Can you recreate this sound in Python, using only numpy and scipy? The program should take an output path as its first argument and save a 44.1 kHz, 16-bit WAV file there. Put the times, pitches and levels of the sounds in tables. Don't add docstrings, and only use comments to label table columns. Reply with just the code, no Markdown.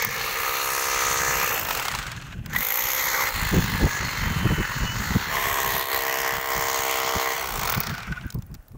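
import sys
import numpy as np
from scipy import signal
from scipy.fft import rfft, irfft, next_fast_len
from scipy.io import wavfile
from scipy.ndimage import uniform_filter1d

SR = 44100
rng = np.random.default_rng(int(sys.argv[2]) if len(sys.argv) > 2 else 0)


def int16_out(signal):
    q = np.round(np.clip(np.atleast_2d(signal).T, -1, 1) * 32767)
    wavfile.write(sys.argv[1], SR, q.astype(np.int16))


def voltage_ratio(decibels):
    exponent = np.asarray(decibels, float) / 20
    return 10 ** exponent


N = 386757
TIME = np.arange(N) / SR

# t/s, goal blow rate f/Hz, time constant/s
MOTOR = [(0, 67, .12), (.6, 65.7, .3), (1.2, 67, .2), (1.4, 30, .55), (1.68, 15, .25), (2.46, 68.5, .18),
         (2.85, 65.8, .08), (3.22, 51.5, .113), (3.88, 44, .33), (4.93, 79, .24), (5.33, 66.3, .17),
         (6.75, 65.9, .4), (7.43, 0, .75), (7.63, 14, .27)]
START_HZ, START_TURN = 36, 0.845
# t/s, lag/turns
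LAG = [(0, -.05), (.15, 0), (.3, .25), (.65, .36), (1.4, .35), (1.7, .1), (1.9, -.05), (2.4, 0),
       (2.55, .28), (2.85, .09), (3.36, .09), (3.9, .03), (4.05, -.11), (4.35, -.29), (4.65, -.41),
       (5.2, -.49), (5.45, -.29)]
# t/s, share of repeating knock/0-1, crack above hiss level/dB, bite on brick level/dB
SEAT = [(0, 0.15, 12, 6), (.13, 0.1, 9, 4.5), (.3, 0.26, 5, 3), (.62, 0.68, 7.5, 4.5), (1.3, 0.75, 6, -2),
        (1.55, 0, 10.5, -0.5), (1.95, 0.02, 16, 19), (2.6, 0.24, 17, 9.5), (2.9, 0.25, 10.5, 4),
        (3.2, 0.23, 7, -4.5), (3.33, 0.25, 5, -3.5), (4.3, 0.12, 1, -4.5), (5.29, 0.34, 0, -7),
        (5.35, 0.3, 5, 2), (5.8, 0.33, 16, 7.5), (6.05, 0.56, 16, -1), (7.31, 0.6, 11.5, -0.2),
        (7.35, 0.02, 8, 1.5), (7.46, 0.38, 16, 7), (7.6, 0, 19.5, 6), (7.7, 0.33, 26, 11),
        (7.95, 0, 14, 22.5)]
# place/turn, level/dB
KNOCKS = [
    [(0.05, 12), (.08, -30), (-.17, 8), (0.5, 1.5), (.25, 11)],
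    [(0.04, 11.5), (0.4, -14), (-.17, -0.5), (.15, 11), (0.7, 6.5)],
    [(0.03, 9.5), (-.2, 0.5), (-.145, -0.5), (0.4, -5), (.45, 5.5)],
]
STRIKE_TURN, BOUNCE_TURN = -0.09, 0.068
LATE_KNOCK_DB = -9
HUM_TOP_HZ, HUM_GRIP, HUM_BASE = 660, 1.0, 0.4
CASE_PER_BITE, CHUCK_PER_BITE = 0.02, 0.42
MISS_HZ, MISS_WIDTH_HZ, MISS_DB = 32, 5.6, (-9.5, -14.5, -39)
# t/s, knock above rattle level/dB
SLACK = [(0, 12), (.5, 0), (1.4, 20), (1.7, 6), (2.3, 7), (2.5, 5), (3.3, 9), (5.3, 2), (6, -19), (7.45, 0),
         (7.6, 7), (8.1, -3)]
SLACK_TURN, SLACK_DECAY_S = -0.39, 0.0022
# t/s, level/dB
DRILL_LEVEL = [(0.02, -31), (.07, -39), (0.19, -33), (1.41, -27.5), (1.95, -31.5), (2.34, -47.5), (2.42, -58.5),
               (2.51, -41.5), (2.55, -35), (3.27, -26.5), (3.33, -30), (5.29, -34), (5.35, -31), (7.13, -29),
               (7.55, -28.5), (7.75, -31.5), (8.28, -50.5), (8.35, -63), (8.77, -72)]
# t/s, length/s, level/dB
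SKIDS = [
    (1.655, 0.065, -5.5),
    (3.318, 0.045, -4.5),
    (4.095, 0.15, -0.5),
    (5.24, 0.33, 2.5),
    (5.861, 0.088, -5),
    (6.415, 0.16, -5),
    (6.822, 0.048, -2.5),
    (7.497, 0.27, -8),
]
# low f/Hz, high f/Hz
BANDS_HZ = [(250, 1300), (1300, 3000), (3000, 9000), (9000, 17000)]
# (f/Hz, level/dB)
BESIDE = [
    (0, 0, [(264, -23), (330, -7.5), (398, -5), (463, 8), (530, 3), (596, -7.5), (663, -6)], [(470, -35), (800, 3.5), (862, -4), (930, 1), (1230, 6.5), (1460, -1.5), (1780, 1.5), (2250, 0.5), (2770, -3), (3100, -11.5), (4340, -11.5), (5110, -16.5), (6170, -9.5), (9940, -23.5), (12800, -24), (16000, -9)]),
    (1.55, 1, [(250, -14), (500, -6.5)], [(470, -36), (800, -3), (1020, -4.5), (2290, -10.5), (2660, -7.5), (3220, -9.5), (6570, -4.5), (9570, -11), (16000, 13)]),
    (2.48, 0, [(250, -4.5), (440, 5), (520, 15.5), (610, 1.5), (720, 3)], [(470, -39), (800, 14.5), (965, 13), (1700, 19), (2070, 25.5), (2730, 0.5), (4290, -4.5), (4990, -7), (6490, 0.5), (9570, -17), (12600, -1), (16000, 0)]),
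]
BEHIND = [
    (3.291, 1, [(250, -16), (470, -7), (700, -9)], [(530, -36), (900, 0), (1700, 0), (1870, 1), (2030, 2), (2300, -6.5), (2680, -4.5), (3590, -6.5), (4250, -4), (4680, -7), (6720, -10), (8760, -32), (11700, -33.5), (15100, -21.5), (16000, -27)]),
]
AT_WALL = [
    (5.32, 2, [(250, -21), (400, -5.5), (468, -7.5), (535, -10), (600, -4.5), (670, -4)], [(470, -41), (800, -6), (1070, 3), (1340, -6), (1900, 3.5), (2380, -4), (4460, -22.5), (6330, -16), (10100, -27.5), (15000, -13), (16000, -8)]),
    (5.95, 2, [(250, -8.5), (330, -5), (398, -1.5), (463, 2.5), (530, -6.5), (600, 6), (663, 4.5), (730, 3.5)], [(470, -34), (800, 3), (1090, 4), (1260, -4), (1570, -8), (2050, -2), (2570, -14), (3140, -13), (3600, -19), (6740, -16), (10200, -38.5), (14500, -24.5), (16000, -21.5)]),
    (7.399, 1, [(250, -26), (390, -9.5), (480, -7.5), (580, -13.5), (700, -3.5)], [(470, -39), (800, -5.5), (1480, -5.5), (1660, -13.5), (2440, -13), (2910, -17.5), (5720, -11.5), (10700, -28.5), (12500, -24), (16000, -12)]),
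]
SIDES = BESIDE + BEHIND + AT_WALL
# case knock level/dB, fan and chuck level/dB, ring of bit level/dB
BALANCE = [(-1.5, -2, 14.5), (-2.5, -5, 4), (-1.5, -0.5, 0), (-5, -4, -2), (0.9, -4.5, 6), (-2, -4, 2.5),
           (1.1, -6, 5)]
# f/Hz, width/Hz, boost level/dB
RINGS = [
    (458.7, 20, 4.5),
    (4267, 110, 7),
    (6700, 1100, 3),
]
# f/Hz, width/Hz
BIT_RING = (12650, 1000)
# f/Hz, delay/ms
ANSWER = [
    [(400, -6.5), (600, -4), (830, -2), (960, 0.2), (1400, -1.07), (1700, -3), (2000, -6), (2400, -4),
     (2600, -1.55), (3200, -0.3)],
    [(400, 4), (600, -3), (830, 3), (1150, -1.5), (1500, -0.33), (2000, 2.5), (2700, -0.4), (3200, 0.9)],
    [(400, 0.36), (600, 0.3), (830, -2), (1000, -3.5), (1200, -1.4), (1500, 0.4), (2000, 0.5), (2700, -1.1),
     (3200, 0.3)],
]
LEAD_S = 0.008
# t/s, centre f/Hz, above drill level/dB
WHINE = [(0, 1723, -1), (.9, 1748, -10), (1.75, 2170, -39), (1.88, 2120, -2), (1.95, 1795, -7),
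         (2.03, 1473, -7), (2.15, 1650, -7), (2.5, 1500, -3), (2.56, 1950, 7), (2.63, 2150, -8),
         (2.75, 2150, -5), (3.1, 1300, -27), (3.22, 1090, 4), (3.3, 1150, -29), (3.45, 1678, -11),
         (4.1, 1680, -18), (5.1, 1670, -14), (5.6, 1880, -6), (7.3, 2070, -15), (7.8, 2000, -15),
         (7.84, 1950, -7), (7.88, 1820, -7), (7.92, 1560, -7), (7.96, 1470, 4), (8.04, 1530, -6),
         (8.13, 1520, 3), (8.155, 1490, -8), (8.18, 1460, 10.5), (8.21, 1520, -1), (8.27, 1540, 12),
         (8.31, 1500, 3), (8.36, 1480, -14)]
WHINE_THROB_DB, WHINE_TURN = 4.0, 0.16
# t/s, mesh f/Hz, level/dB, octave level/dB
MESH = [(3.2, 1765, -140, -140), (3.36, 1780, -61, -60), (3.47, 1760, -40, -51), (3.7, 1705, -38, -50),
        (4, 1672, -35, -58), (4.15, 1573, -57, -47.5), (4.55, 1518, -50, -44.5), (4.72, 1470, -39, -56),
        (4.88, 1462, -65, -40), (5, 1540, -58, -58), (5.15, 1600, -140, -140)]
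# t/s, peak level/dB, body (1-3 kHz) relative level/dB
BLOWS = [(1.7492, -25, 8), (1.8507, -19.5, 1), (1.8816, -13, -1.5), (1.95, -17.5, -1), (2.018, -29, 1),
         (2.0656, -23, -1), (2.117, -21.5, -3.5), (2.2225, -33, -2), (2.326, -41.5, 11.5),
         (7.5926, -35, -19), (7.6738, -31, -12), (7.835, -20, -21), (7.8697, -15.5, -11), (7.8947, -21, -1),
         (7.95, -26, 0), (7.9795, -24.5, -1), (8.003, -31, 2), (8.031, -29, 1), (8.1224, -30.5, 3.5),
         (8.161, -42, 6), (8.2105, -38, 6)]
BLOW_TOP_DB, BLOW_TOP_SLOPE = -10, 0.4
# t/s, peak level/dB
COAST = [(7.574, -33), (7.593, -35), (7.626, -23), (7.631, -26), (7.646, -17), (7.674, -16), (7.69, -13),
         (7.713, -19), (7.738, -12), (7.793, -28), (7.825, -25), (1.541, -27), (1.652, -14), (1.686, -15),
         (1.708, -8.5), (1.726, -28), (1.771, -23), (1.796, -13), (1.822, -19), (1.905, -32), (1.937, -27),
         (1.987, -15)]
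COAST_TOP_DB = -14
# t/s, peak level/dB, body relative level/dB, top (9-16 kHz) relative level/dB
SLAPS = [
    (0.0223, -11, -4, 6),
    (0.048, -8.5, -13, 12),
    (2.46, -20.5, -7, -2),
    (2.529, -37, 11, -13),
    (2.549, -20, 1, -2),
    (2.5612, -22.5, 7, 12),
    (7.8027, -20, -19, 20),
]
# t/s, peak level/dB, body relative level/dB, top relative level/dB
FINGERS = [(8.25, -42, -16, -24), (8.265, -34, -11, -1), (8.303, -17.5, -20, -16), (8.324, -24, -15, -4),
           (8.344, -21, -29, -4), (8.387, -33, -26, -7), (8.422, -28.5, -11, -7), (8.465, -40, -24, 4),
           (8.515, -41, -15, -2), (8.542, -25, -17, -5), (8.549, -31, -9, -11), (8.625, -47, -16, -1),
           (8.682, -36, -20, -2), (8.718, -40, -13, -5)]
# f/Hz, level/dB
SNAP = [(1000, -3.5), (3000, -9.5), (5000, 0), (9000, -10), (12000, -2), (15000, 12)]
CLICK_RISE_S = 0.00047
# t/s, level/dB
BREEZE = [(0, -36.5), (.7, -43), (1.3, -35.5), (1.6, -37.5), (2.4, -34), (2.66, -46), (3.28, -42),
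          (3.36, -37), (5.3, -34), (6.1, -44.5), (7.4, -45), (7.55, -33.5), (8.5, -41.5), (8.65, -55),
          (8.77, -43)]
# start t/s, length/s, level/dB
GUSTS = [(2.382, 0.094, -33), (2.465, 0.16, -29.5), (3.359, 0.11, -29.5), (3.515, 0.08, -21),
         (3.59, .12, -20.5), (3.728, 0.038, -19), (3.78, 0.062, -18.5), (3.835, 0.037, -16),
         (4.004, 0.096, -29), (4.11, 0.09, -32), (4.212, 0.064, -23.5), (4.27, 0.067, -24.5),
         (4.36, 0.12, -22), (4.49, .06, -23.5), (4.752, 0.033, -32), (4.802, 0.057, -24),
         (4.92, 0.2, -26.5), (5.15, 0.023, -16), (5.269, 0.035, -29.5), (7.147, 0.031, -27),
         (7.757, 0.053, -27.5), (7.865, 0.08, -29), (8.069, 0.066, -27.5), (8.204, 0.061, -29.5),
         (8.342, 0.024, -26.5), (8.375, 0.03, -29.5), (8.42, 0.021, -35), (8.498, 0.061, -33.5),
         (4.575, 0.04, -19), (5.093, 0.025, -25), (5.62, .16, -35), (6.33, 0.059, -35), (6.55, 0.05, -36),
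         (8.71, 0.03, -42), (8.742, 0.025, -29)]
GUST_RISE_S, GUST_FALL_S, GUST_SWELL_DB = 0.014, 0.018, -0.5
# f/Hz, level/dB
GUST = [(12, -43), (20, -21), (81, 0.5), (183, -0.5), (222, -3.5), (357, -15), (665, -50), (900, -34),
        (1170, -22), (1980, -120)]
# f/Hz, level/dB
RUMBLE = [(20, 3.0), (60, -5), (120, -6.5)]
WIND_SLAP = [(250, 7.0), (700, -20.0)]
DEEP = [(20, 7), (90, 3.0)]
SITE = [(200, -5), (400, -8), (700, -7), (1200, -16), (1700, -24), (4000, -28), (16000, -23)]
# t/s, length/s, level/dB
SHOVES = [
    (0.03, .1, -48),
    (3.42, 0.17, -30),
    (4.84, 0.076, -36),
    (6.001, .1, -48),
    (7.56, .09, -36),
    (8.582, 0.11, -45),
]
TOP_HZ = 15730


def hammer():
    drives = impacts()
    swings = [np.clip((TIME - side[0]) / 0.093 + 0.5, 0, 1) for side in SIDES[1:]]
    steps = [1] + swings + [0]
    out = np.zeros(N)
    for side, balance, come, leave in zip(SIDES, BALANCE, steps, steps[1:]):
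        _, pattern, bass, colour = side
        case_db, fan_db, bit_ring_db = balance
        weight = np.sqrt(np.clip(come - leave, 0, 1))
        heard = np.flatnonzero(weight)
        span = slice(heard[0], heard[-1] + 1)
        delays = np.array(ANSWER[pattern]) + [0, 1000 * LEAD_S]
        rings = RINGS + [(*BIT_RING, bit_ring_db)]
        for drive, (lo, hi), db in zip(drives[pattern], BANDS_HZ, (case_db, 0, fan_db, 0)):
            h = response(bass + colour[1:], lo, hi, rings, delays)
            out[span] += voltage_ratio(db) * weight[span] * ring(drive[span], h)
    return np.roll(out, -int(LEAD_S * SR)) * voltage_ratio(drill_db())


def impacts():
    hz, turn = speed(), turns()
    share, crack_db, bite_db = curves(SEAT)
    miss = 1 / (1 + np.exp((hz - MISS_HZ) / MISS_WIDTH_HZ))
    per_bite = (CASE_PER_BITE, CHUCK_PER_BITE, 1)
    case_db, chuck_db, bit_db = (k * bite_db + db * miss for k, db in zip(per_bite, MISS_DB))
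    strike = pulses(turn, STRIKE_TURN, 1.7, 0.00021)
    bounce = pulses(turn, BOUNCE_TURN, 2.1, 0.00096)
    chuck = voltage_ratio(chuck_db) * burst(strike + 0.3 * bounce, crack_db - 5.5, 0.0021, 2.4)
    bit = voltage_ratio(bit_db) * burst(strike + 0.78 * bounce, crack_db + 0.5, 0.0015, 2.9)
    pair = strike + pulses(turn, SLACK_TURN, 3.2, 0.0007)
    slack = flare(pair, curves(SLACK)[0], SLACK_DECAY_S, 0.27)
    low, high = (np.clip(grip * share, 0, 0.98) for grip in (1.15, 0.7))
    hum = np.clip(HUM_GRIP * share + HUM_BASE * (1 - miss), 0, 0.995)
    drives = []
    for knocks in KNOCKS:
        first, *late = [(-1) ** k * voltage_ratio(db) * pulses(turn, place, 0.96, 0.00003)
                        for k, (place, db) in enumerate(knocks)]
        train = first + sum(late)
        steady = unit(train / np.sqrt(hz))
        thud = unit((first + voltage_ratio(LATE_KNOCK_DB) * sum(late)) / np.sqrt(hz))
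        loose = slack * burst(np.abs(train), crack_db - 26.5, 0.0055, 2.66)
        walls = np.sqrt(hum) * thud + np.sqrt(1 - hum) * loose
        upper_walls = np.sqrt(low) * thud + np.sqrt(1 - low) * loose
        case = voltage_ratio(case_db) * split(walls, upper_walls)
        gears = np.sqrt(high) * steady + np.sqrt(1 - high) * loose
        drives.append([case, gears, chuck, bit])
    return drives


def speed():
    hz, now = np.empty(N), START_HZ
    for s, goal, lag_s in MOTOR:
        i = int(s * SR)
        now = hz[i - 1] if i else now
        hz[i:] = goal + (now - goal) * np.exp(-(TIME[i:] - s) / lag_s)
    return hz


def turns():
    return START_TURN + np.cumsum(speed()) / SR - curves(LAG)[0]


def drill_db():
    skids = sum(db * np.exp(-(2 * (TIME - s) / length) ** 2) for s, length, db in SKIDS)
    return curves(DRILL_LEVEL)[0] + skids


def whine():
    hz, above_db = curves(WHINE)
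    phase = 2 * np.pi * np.cumsum(hz) / SR
    narrow = walk(240) * np.cos(phase) + walk(240) * np.sin(phase)
    flutter = voltage_ratio(3 * walk(40)) * narrow
    throb = voltage_ratio(WHINE_THROB_DB * np.cos(2 * np.pi * (turns() - WHINE_TURN)))
    return voltage_ratio(drill_db() + above_db) * unit(throb * flutter)


def mesh():
    hz, *levels_db = curves(MESH)
    phase = 2 * np.pi * np.cumsum(hz * (1 + 0.00405 * walk(25))) / SR
    return sum(np.sqrt(2) * voltage_ratio(db + 4.3 * walk(14)) * np.sin((k + 1) * phase)
               for k, db in enumerate(levels_db))


def sway(x, patchy_db, rate, count=14):
    size = next_fast_len(N)
    hz = np.arange(size // 2 + 1) * SR / size
    strip = np.clip(np.log2(hz / 700 + 1e-9) * count / 4.5, 0, count)
    spectrum = rfft(x, size)
    out = np.zeros(N)
    for k in range(count + 1):
        part = irfft(spectrum * np.clip(1 - np.abs(strip - k), 0, 1), size)[:N]
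        out += voltage_ratio(patchy_db * min(k / 4, 1) * walk(rate)) * part
    return out


def clicks():
    out = np.zeros(N + 2000)
    fade = np.arange(1500) / SR
    rise = 1 - np.exp(-fade / CLICK_RISE_S)
    shapes = [response(SNAP, lo, hi, size=1024) for lo, hi in [(750, 3430)] + BANDS_HZ[2:]]
    coast = [(s, db - 11.0, 6.0, COAST_TOP_DB) for s, db in COAST]
    blows = [(s, db, body, BLOW_TOP_DB + BLOW_TOP_SLOPE * (db + 22)) for s, db, body in BLOWS]
    fingers = [(s, db - 1.0, body, top + 6) for s, db, body, top in FINGERS]
    for s, db, body_db, top_db in blows + SLAPS + fingers + coast:
        i = int(s * SR)
        snap_db = min(-2.5, -top_db - 8)
        levels_db = (body_db + 0.5, snap_db, top_db)
        for h, rel_db, decay_s in zip(shapes, levels_db, (0.004, 0.002, 0.0015)):
            grit = rng.standard_normal(len(fade)) * np.exp(-fade / decay_s) * rise
            out[i:i + len(fade)] += voltage_ratio(db + rel_db - 3.5) * np.convolve(grit, h)[:len(fade)]
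    return out[:N]


def wind():
    level_db = wind_db()
    puffs = voltage_ratio(3.3 * walk(60)) * rng.standard_normal(N)
    rumble = unit(ring(puffs, response(RUMBLE, 37.6, 149.5)))
    thump = unit(ring(puffs, response(GUST, 131.4, 990)))
    slap = unit(ring(puffs * np.abs(puffs), response(WIND_SLAP, 280, 970)))
    thump_db = -3.0 + 0.33 * (level_db + 29.5)
    slap_db = -24.5 + 0.94 * (level_db + 40.5)
    air = 0.87 * rumble + voltage_ratio(thump_db) * thump + voltage_ratio(slap_db) * slap
    air = air + 0.08 * (air ** 2 - uniform_filter1d(air ** 2, 2000))
    return voltage_ratio(level_db - 3.0) * air


def wind_db():
    gusts = np.zeros(N)
    for s, length, db in GUSTS:
        swell_db = GUST_SWELL_DB * np.clip((TIME - s) / length - 0.5, -0.5, 0.5)
        rise = (TIME - s) / GUST_RISE_S + 0.5
        fall = (s + length - TIME) / GUST_FALL_S + 0.5
        gusts += voltage_ratio(db + swell_db) * np.clip(np.minimum(rise, fall), 0, 1)
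    return 20 * np.log10(np.hypot(voltage_ratio(curves(BREEZE)[0]), gusts))


def shoves():
    deep = unit(ring(rng.standard_normal(N), response(DEEP, 19.5, 75.0)))
    return deep * sum(voltage_ratio(db) * np.exp(-(2 * (TIME - s) / length) ** 2) for s, length, db in SHOVES)


def site():
    return voltage_ratio(-61) * ring(rng.standard_normal(N), response(SITE, 134, 17000))


def pulses(turn, place, spread_db, jitter_s):
    k = np.arange(1, int(turn[-1]))
    size, lag = rng.standard_normal((2, len(k)))
    at = np.clip(np.interp(k + place, turn, np.arange(N)) + jitter_s * SR * lag, 0, N - 2)
    out, i = np.zeros(N), at.astype(int)
    np.add.at(out, i, voltage_ratio(spread_db * size) * (1 - at + i))
    np.add.at(out, i + 1, voltage_ratio(spread_db * size) * (at - i))
    return out


def flare(clicks, above_db, decay_s, flicker_db):
    tails = signal.lfilter([1], [1, -np.exp(-1 / (decay_s * SR))], clicks)
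    gate = voltage_ratio(flicker_db * walk(30)) + voltage_ratio(above_db) * tails
    return gate / np.sqrt(uniform_filter1d(uniform_filter1d(gate ** 2, 2500), 2500))


def burst(clicks, above_db, decay_s, flicker_db):
    return flare(clicks, above_db, decay_s, flicker_db) * rng.standard_normal(N)


def split(below, above):
    low_pass = signal.butter(3, HUM_TOP_HZ, fs=SR, output="sos")
    return above + signal.sosfiltfilt(low_pass, below - above)


def response(points, lo_hz, hi_hz, rings=(), delays=((1, 0),), size=4096):
    hz = np.arange(size // 2 + 1) * SR / size + 1
    points = np.array(points)
    db = np.interp(np.log(hz), np.log(points[:, 0]), points[:, 1])
    db = db + sum(boost / (1 + (2 * (hz - f) / width) ** 2) for f, width, boost in rings)
    power = voltage_ratio(2 * db) / ((1 + (lo_hz / hz) ** 12) * (1 + (hz / hi_hz) ** 12))
    cep = irfft(np.log(power + 1e-7 * power.max()) / 2)
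    cep[1:size // 2] *= 2
    cep[size // 2 + 1:] = 0
    late_s = np.interp(hz, *np.transpose(delays)) / 1000
    late_phase = 2 * np.pi * np.cumsum(late_s) * SR / size
    h = irfft(np.exp(rfft(cep) - 1j * late_phase))
    return h / np.sqrt(np.sum(h ** 2))


def ring(x, h):
    return signal.oaconvolve(x, h)[:len(x)]


def walk(rate):
    k = int(SR / rate)
    held = np.repeat(rng.standard_normal(N // k + 1), k)
    return unit(uniform_filter1d(uniform_filter1d(held, k), k)[:N])


def curves(table):
    s, *columns = np.transpose(table)
    return [np.interp(TIME, s, c) for c in columns]


def unit(x):
    return x / np.sqrt(np.mean(x ** 2))


def scene():
    near = sway(hammer(), 2.5, 6.0) + whine() + mesh()
    ground = voltage_ratio(-31.5) * np.roll(near, int(0.00113 * SR))
    wall = voltage_ratio(-17.5) * np.roll(near, int(0.0074 * SR))
    return (near + ground + wall + clicks() + wind() + site() + shoves())[None]


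def top_cut(x):
    return signal.sosfilt(signal.ellip(10, 0.2, 52, TOP_HZ, fs=SR, output="sos"), x)


def band_limit(x):
    return signal.sosfilt(signal.butter(12, 16970, fs=SR, output="sos"), x)


def record(dry):
    rounded = 0.43 * np.tanh(dry / 0.44)
    mix = top_cut(rounded)
    return band_limit(mix)


dry = scene()
out = record(dry)
int16_out(out)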